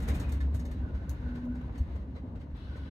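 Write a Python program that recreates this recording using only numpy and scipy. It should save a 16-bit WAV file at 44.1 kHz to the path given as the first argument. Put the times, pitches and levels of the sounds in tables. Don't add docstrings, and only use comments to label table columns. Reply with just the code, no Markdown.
import sys
import numpy as np
from scipy import signal
from scipy.fft import rfft, irfft, next_fast_len
from scipy.io import wavfile
from scipy.ndimage import map_coordinates

SR = 44100
rng = np.random.default_rng(int(sys.argv[2]) if len(sys.argv) > 2 else 0)


def inscribe(sig):
    pcm = np.round(np.clip(np.atleast_2d(sig).T, -1, 1) * 32767)
    wavfile.write(sys.argv[1], SR, pcm.astype(np.int16))


N = 127890
CABIN_T60_S = 0.13

# frequency in Hz, coherence.
CABIN_COHERENCE = [(60, 0.98), (280, .96), (450, 0.81), (700, 0.58), (1100, -0.15), (5600, 0.044),
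                   (7000, 1), (11000, 0.98)]
RATTLE_COHERENCE = [(400, 0.8), (1200, -0.26), (4200, -0.18), (5600, 0.43), (7500, 0.97), (11000, 0.93)]
# centre in Hz, width in Hz, gain in dB.
FITTING_MODES = [(3730, 410, 2), (4290, 100, -2), (5090, 280, -3.5), (6030, 460, -3), (6310, 310, 3.5),
                 (8430, 1300, -3), (10840, 790, -4), (11550, 1400, -5.5), (14260, 900, -7.5)]


def amp(db):
    return 10 ** (np.asarray(db) / 20)


def unit(x):
    return x / np.sqrt(np.mean(x ** 2) + 1e-20)


def along(points, hz):
    freqs, values = np.transpose(points)
    return np.interp(np.log(hz + 1), np.log(freqs + 1), values)


def clock():
    return np.arange(N) / SR


def level(rows):
    return amp(np.interp(clock(), *np.transpose(rows)))


def wobble(per_s):
    return map_coordinates(rng.standard_normal(4096), [clock() * per_s], mode="wrap")


def filtered(x, response):
    size = next_fast_len(N + SR // 2)
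    return irfft(rfft(x, size) * response(np.fft.rfftfreq(size, 1 / SR)), size)[..., :N]


def spread(pair, coherence):
    angle = lambda hz: np.arccos(np.clip(along(coherence, hz), -1, 1)) / 2
    mid, side = filtered(pair, lambda hz: np.array([np.cos(angle(hz)), np.sin(angle(hz))]))
    return np.array([mid + side, mid - side])


def coloured(spectrum):
    return lambda hz: amp(along(spectrum, hz))


def resonant(modes):
    return lambda hz: sum((-1) ** k * amp(db) * 1j * hz * width / (centre**2 - hz**2 + 1j * hz * width)
                          for k, (centre, width, db) in enumerate(modes))


def shaped(pair, response, coherence):
    rms_gain = np.sqrt(np.mean(np.abs(response(np.linspace(0, SR / 2, num=8192))) ** 2))
    return spread(filtered(pair, response), coherence) / rms_gain


def rush(response):
    return unit(shaped(rng.standard_normal((2, N)), response, CABIN_COHERENCE))


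def wheels():
    # time in seconds, relative level in dB.
    roll_levels = [(0.0, -51.5), (0.09, -48.5), (0.48, -53), (2.4, -56), (2.54, -58.5), (2.9, -55.5)]
    roar_levels = [(0, -56), (.1, -49.5), (.33, -55), (.5, -62), (.8, -62), (.97, -61.5), (1.3, -59.5),
                   (1.5, -65), (1.9, -61), (2.07, -68), (2.3, -69.5), (2.9, -66)]
    # frequency in Hz, relative density in dB.
    rumble_colour = [(15, -60.5), (25, -35.5), (32, -19.5), (42, -4), (53, 2.5), (75, -1), (100, -5),
                     (125, -7), (215, -11.5), (285, -10), (340, -20.5), (450, -39.5), (900, -85.5)]
    rolling_colour = [(150, -29.5), (300, 0.5), (400, 2), (455, 0.5), (525, 1.5), (620, 0), (750, -5.5),
                      (1000, -4.5), (1250, -12.5), (2000, -54), (5000, -58.5)]
    roar_colour = [(500, -7.5), (1100, -2), (1700, 0.5), (2400, -7), (3200, -13), (3850, -10),
                   (4500, -17.5), (5400, -21.5), (6700, -24), (7500, -32.5), (15000, -39.5)]
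    # centre in Hz, width in Hz, gain in dB.
    steel_modes = [(937, 30, 0.5), (1750, 180, 6), (2096, 70, 9.5), (2790, 250, 3), (4480, 29, -1.5),
                   (3950, 66, 1)]
    roll = level(roll_levels)
    rumble = amp(15.5) * roll * rush(coloured(rumble_colour))
    rolling = amp(-1) * roll * amp(2.0 * wobble(60)) * rush(coloured(rolling_colour))
    roar = amp(-1) * level(roar_levels) * amp(1.36 * wobble(35.21))
    rails = rush(coloured(roar_colour))
    steel = amp(-8.5) * rush(resonant(steel_modes))
    return rumble + rolling + roar * (rails + steel)


def hum(hz, drift_rad, drift_per_s, flutter_db):
    phase = 2 * np.pi * hz * clock() + drift_rad * wobble(drift_per_s)
    return np.sqrt(2) * np.sin(phase) * amp(flutter_db * wobble(27.19))


def body():
    # time in seconds, relative level in dB.
    boom_levels = [(0.0, -30), (0.08, -52), (0.1, -25), (0.19, -39.5), (0.47, -26.5), (0.61, -37.5),
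                   (0.85, -33), (0.89, -47.5), (0.95, -30.5), (1.07, -52.5), (1.11, -33.5), (1.19, -51),
                   (1.25, -32.5), (1.41, -67), (1.47, -40.5), (1.72, -50.5), (1.82, -34), (1.88, -43),
                   (1.95, -34), (2.13, -53), (2.81, -42.5)]
    drone_levels = [(0, -47.5), (.5, -50.5), (.68, -41), (1.12, -66.5), (1.26, -40.5), (1.42, -38),
                    (1.51, -32.5), (1.565, -41.5), (1.6, -37.5), (1.65, -51), (2.9, -62.5)]
    boom = level(boom_levels) * hum(hz=69.34, drift_rad=0.37, drift_per_s=16, flutter_db=0.5)
    drone = level(drone_levels) * hum(hz=244.8, drift_rad=0.4, drift_per_s=9, flutter_db=0.8)
    return amp(0.5) * boom + amp(-2) * drone


def cabin(x, wet_db):
    t = np.arange(SR // 3) / SR
    tail = rng.standard_normal((2, len(t))) * amp(-60 * t / CABIN_T60_S) * (1 - np.exp(-t / 0.0077))
    return x + amp(wet_db) * signal.fftconvolve(x, tail / np.linalg.norm(tail[0]), axes=1)[:, :N]


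def clink(t, rise_s, modes, t60_s, detune=0.004, scatter_db=2.5):
    t = np.maximum(t, 0)
    envelope = (1 - np.exp(-t / (rise_s + 0.006))) * amp(-60 * t / t60_s)
    ring = 0
    for hz, db in modes:
        gain = amp(db + scatter_db * rng.standard_normal((2, 1)))
        pitch = hz * (1 + detune * rng.standard_normal())
        ring += gain * np.sin(2 * np.pi * (pitch * t + rng.random((2, 1))))
    return envelope * ring


def rattles(hold_s=0.0032, t60_s=0.098, contacts_per_s=1500):
    # start in seconds, relative treble, middle and ring levels in dB, rise in seconds.
    shakes = [(0, -60.5, -50.5, -64, 0.0018), (0.022, -59.5, -63, -69, .003),
              (0.072, -52.5, -40.5, -57, .016), (0.137, -54.5, -52.5, -63, 0.014),
              (.197, -54.5, -51.5, -53.5, 0.0022), (0.289, -61, -54.5, -83, 0.0021),
              (0.319, -56, -54, -57, 0.0017), (0.402, -65.5, -52, -56, 0.0063),
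              (0.539, -56.5, -54.5, -63, 0.0096), (0.594, -63.5, -61, -56, 0.002),
              (0.65, -63, -74, -56, 0.0039), (.711, -65, -55, -59.5, 0.0025),
              (0.939, -80, -55.5, -68, 0.014), (1.349, -73, -53.5, -68, 0.0069),
              (1.548, -76, -56.5, -68.5, 0.0081), (1.747, -78, -54.5, -82, 0.0081),
              (1.774, -66, -68, -56.5, 0.0076), (1.948, -76, -57, -67, 0.013),
              (2.144, -82, -55, -78, 0.022), (2.349, -84, -57.5, -81, 0.0084),
              (2.393, -82, -59, -64, 0.022), (2.756, -76, -58, -64, 0.013)]
    # frequency in Hz, gain in dB.
    ring_modes = [(1700, -4.5), (2950, -3), (3700, -2.5), (4450, 1.5), (5100, -6), (5720, -4.5), (5860, -6),
                  (6520, -1), (6650, -8.5), (8300, -7), (13750, -15)]
    panel_colour = [(200, -33), (480, 9), (750, 0), (1000, -3.5), (1350, -1), (1850, -5), (2130, -3),
                    (2420, -7), (2650, -11.5), (4000, -12.5), (7000, -27.5), (15000, -52.5)]
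    treble, middle = np.zeros((2, N))
    ring = np.zeros((2, N))
    for start, treble_db, middle_db, ring_db, rise_s in shakes:
        span = slice(int(start * SR), int(start * SR) + SR // 4)
        t = clock()[span] - start
        shake = np.clip(t / rise_s, 0, 1) * amp(-60 * np.maximum(t - rise_s - hold_s, 0) / t60_s)
        treble[span] += amp(treble_db) * shake
        middle[span] += amp(middle_db) * shake
        ring[:, span] += amp(ring_db) * clink(t, rise_s, ring_modes, t60_s=0.084)
    contacts = lambda: unit(rng.standard_normal((2, N)) * (0.61 + (rng.random(N) < contacts_per_s / SR)))
    fitting = shaped(cabin(treble * contacts(), wet_db=-6), resonant(FITTING_MODES), RATTLE_COHERENCE)
    panel = shaped(cabin(middle * contacts(), wet_db=-2.5), coloured(panel_colour), RATTLE_COHERENCE)
    return fitting + panel + spread(ring, RATTLE_COHERENCE)


def bursts(events, t60_s, wet_db):
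    def decay(t):
        direct = amp(-60 * np.abs(t) / t60_s)
        tail = amp(wet_db - 60 * np.abs(t) / CABIN_T60_S)
        return (t >= 0) * np.hypot(direct, tail)
    return rng.standard_normal((2, N)) * sum(amp(db) * decay(clock() - start) for start, db in events)


def knocks():
    # start in seconds, level in dB.
    hits = [(.085, -41.5), (.325, -42), (.547, -43.5), (1.612, -44.5), (1.695, -44.5), (2.757, -48.5)]
    # frequency in Hz, relative density in dB.
    colour = [(200, -9), (480, 9.5), (700, 1), (1100, -7.5), (2000, -9), (4000, -29), (9000, -69)]
    return shaped(bursts(hits, t60_s=0.041, wet_db=-11), coloured(colour), CABIN_COHERENCE)


def ticks():
    # start in seconds, level in dB.
    hits = [(.0865, -46), (.323, -54), (1.0942, -44), (1.453, -68), (1.615, -71.5)]
    # frequency in Hz, relative density in dB.
    colour = [(2000, -36), (4200, 0.5), (5400, -7.5), (6500, 6.5), (7600, -6.5), (9500, -5), (11500, 0),
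              (14800, -5.5), (15900, -7.5)]
    # frequency in Hz, left-right coherence.
    coherence = [(4000, -0.13), (6500, 0.24), (12000, -.1)]
    return shaped(bursts(hits, t60_s=0.012, wet_db=-7.5), coloured(colour), coherence)


def thumps(rise_s=0.013):
    # start in seconds, level in dB, pitch in Hz.
    jolts = [(0.089, -27.5, 59), (0.542, -29, 94.4), (1.7974, -21.5, 62.8), (2.23, -37.5, 253),
             (2.522, -29, 62)]
    out = np.zeros(N)
    for start, db, hz in jolts:
        t = np.maximum(clock() - start, 0)
        swell = (t / rise_s * np.exp(1 - t / rise_s)) ** 2
        out -= amp(db) * swell * np.sin(2 * np.pi * hz * t)
    return out


def clanks(clank_t60_s=0.083, ping_t60_s=0.12):
    # start in seconds, relative level in dB.
    heavy_hits = [(0.095, -48), (.403, -41), (.592, -51.5), (0.65, -52.5), (.712, -54.5)]
    # frequency in Hz, gain in dB.
    heavy_modes = [(1744, 3), (1905, -3), (2130, -3), (3620, -11), (3779, -12.5), (4242, -23)]
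    # start in seconds, relative level in dB, pitch in Hz.
    pings = [(.14, -48, 2430), (0.239, -48.5, 2500), (.288, -45, 2420), (0.541, -58, 3960),
             (.744, -59, 3960), (.944, -65, 3960), (2.152, -59, 3950)]
    blows = [(start, db, heavy_modes, clank_t60_s) for start, db in heavy_hits]
    blows += [(start, db, [(hz, 0)], ping_t60_s) for start, db, hz in pings]
    out = np.zeros((2, N))
    for start, db, modes, t60_s in blows:
        span = slice(int(start * SR), int(start * SR) + SR // 4)
        out[:, span] += amp(db) * clink(clock()[span] - start, rise_s=0.0017, modes=modes, t60_s=t60_s)
    return spread(out, RATTLE_COHERENCE)


def wheel_rub(mode_hz=1504, wander_hz=25.86, scrape_db=-5):
    # time in seconds, relative level in dB.
    rub_levels = [(.76, -83), (.85, -63.5), (1.2, -68.5), (1.28, -58), (1.45, -69.5), (1.57, -60.5),
                  (1.75, -82.5), (2.55, -80), (2.72, -67.5)]
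    hz = mode_hz + wander_hz * wobble(per_s=45)
    tone = np.exp(2j * np.pi * np.cumsum(hz) / SR)
    jitter = lambda per_s: np.array([wobble(per_s) + 1j * wobble(per_s) for _ in range(2)])
    grip = jitter(per_s=110) + amp(scrape_db) * jitter(per_s=480)
    return amp(2.5) * level(rub_levels) * unit(spread(np.real(grip * tone), CABIN_COHERENCE))


def air_hiss(start_s=2.536, rise_s=0.021, whistle_db=-7.5):
    # frequency in Hz, gain in dB.
    hiss_colour = [(500, -7), (1250, 8.5), (1700, 6), (2400, -0.5), (2750, -2.5), (3900, 1), (4500, -10),
                   (5500, -8.5), (7200, -25), (8500, -21), (15000, -33.5)]
    pipe_modes = [(2660, -0.5), (2960, 0), (3370, -3), (3960, -1.5), (4240, -7), (4570, -8), (4785, -6.5)]
    t = clock() - start_s
    flow = amp(-62) * np.clip(t / rise_s, 0, 1)
    spurt = amp(-78.5) * np.exp(-((t - 0.035) / 0.0056) ** 2)
    pipe = lambda hz: sum(resonant([(centre, 63, 0)])(hz) ** 2 * amp(db) for centre, db in pipe_modes)
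    whistle = amp(whistle_db) * rush(pipe)
    hiss = flow * (rush(coloured(hiss_colour)) + whistle) + spurt * rush(resonant(FITTING_MODES))
    return hiss * amp([[1.5], [-1.5]])


def scene():
    # frequency in Hz, left over right in dB.
    balance = [(250, 0.5), (430, 1), (600, 1), (900, 3.5), (1130, 5.5), (1530, -6), (1850, 2), (2300, 1),
               (2800, 6.5), (3600, 3.5), (4500, 1), (14000, 1)]
    sound = wheels() + wheel_rub() + body() + thumps()
    sound = sound + rattles() + clanks() + ticks() + knocks() + air_hiss()
    return filtered(sound, lambda hz: amp(np.outer([0.5, -0.5], along(balance, hz))))


def record(dry):
    # frequency in Hz, gain in dB.
    dip_and_peak = [(4020, 0), (4120, -9), (4230, 4), (4350, 0)]
    top_hz, fade_s = 15800, 0.012
    fade = np.clip((N / SR - clock()) / fade_s, 0, 1) ** 2
    return filtered(dry * fade, lambda hz: coloured(dip_and_peak)(hz) * (hz < top_hz))


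dry = scene()
out = record(dry)
inscribe(out)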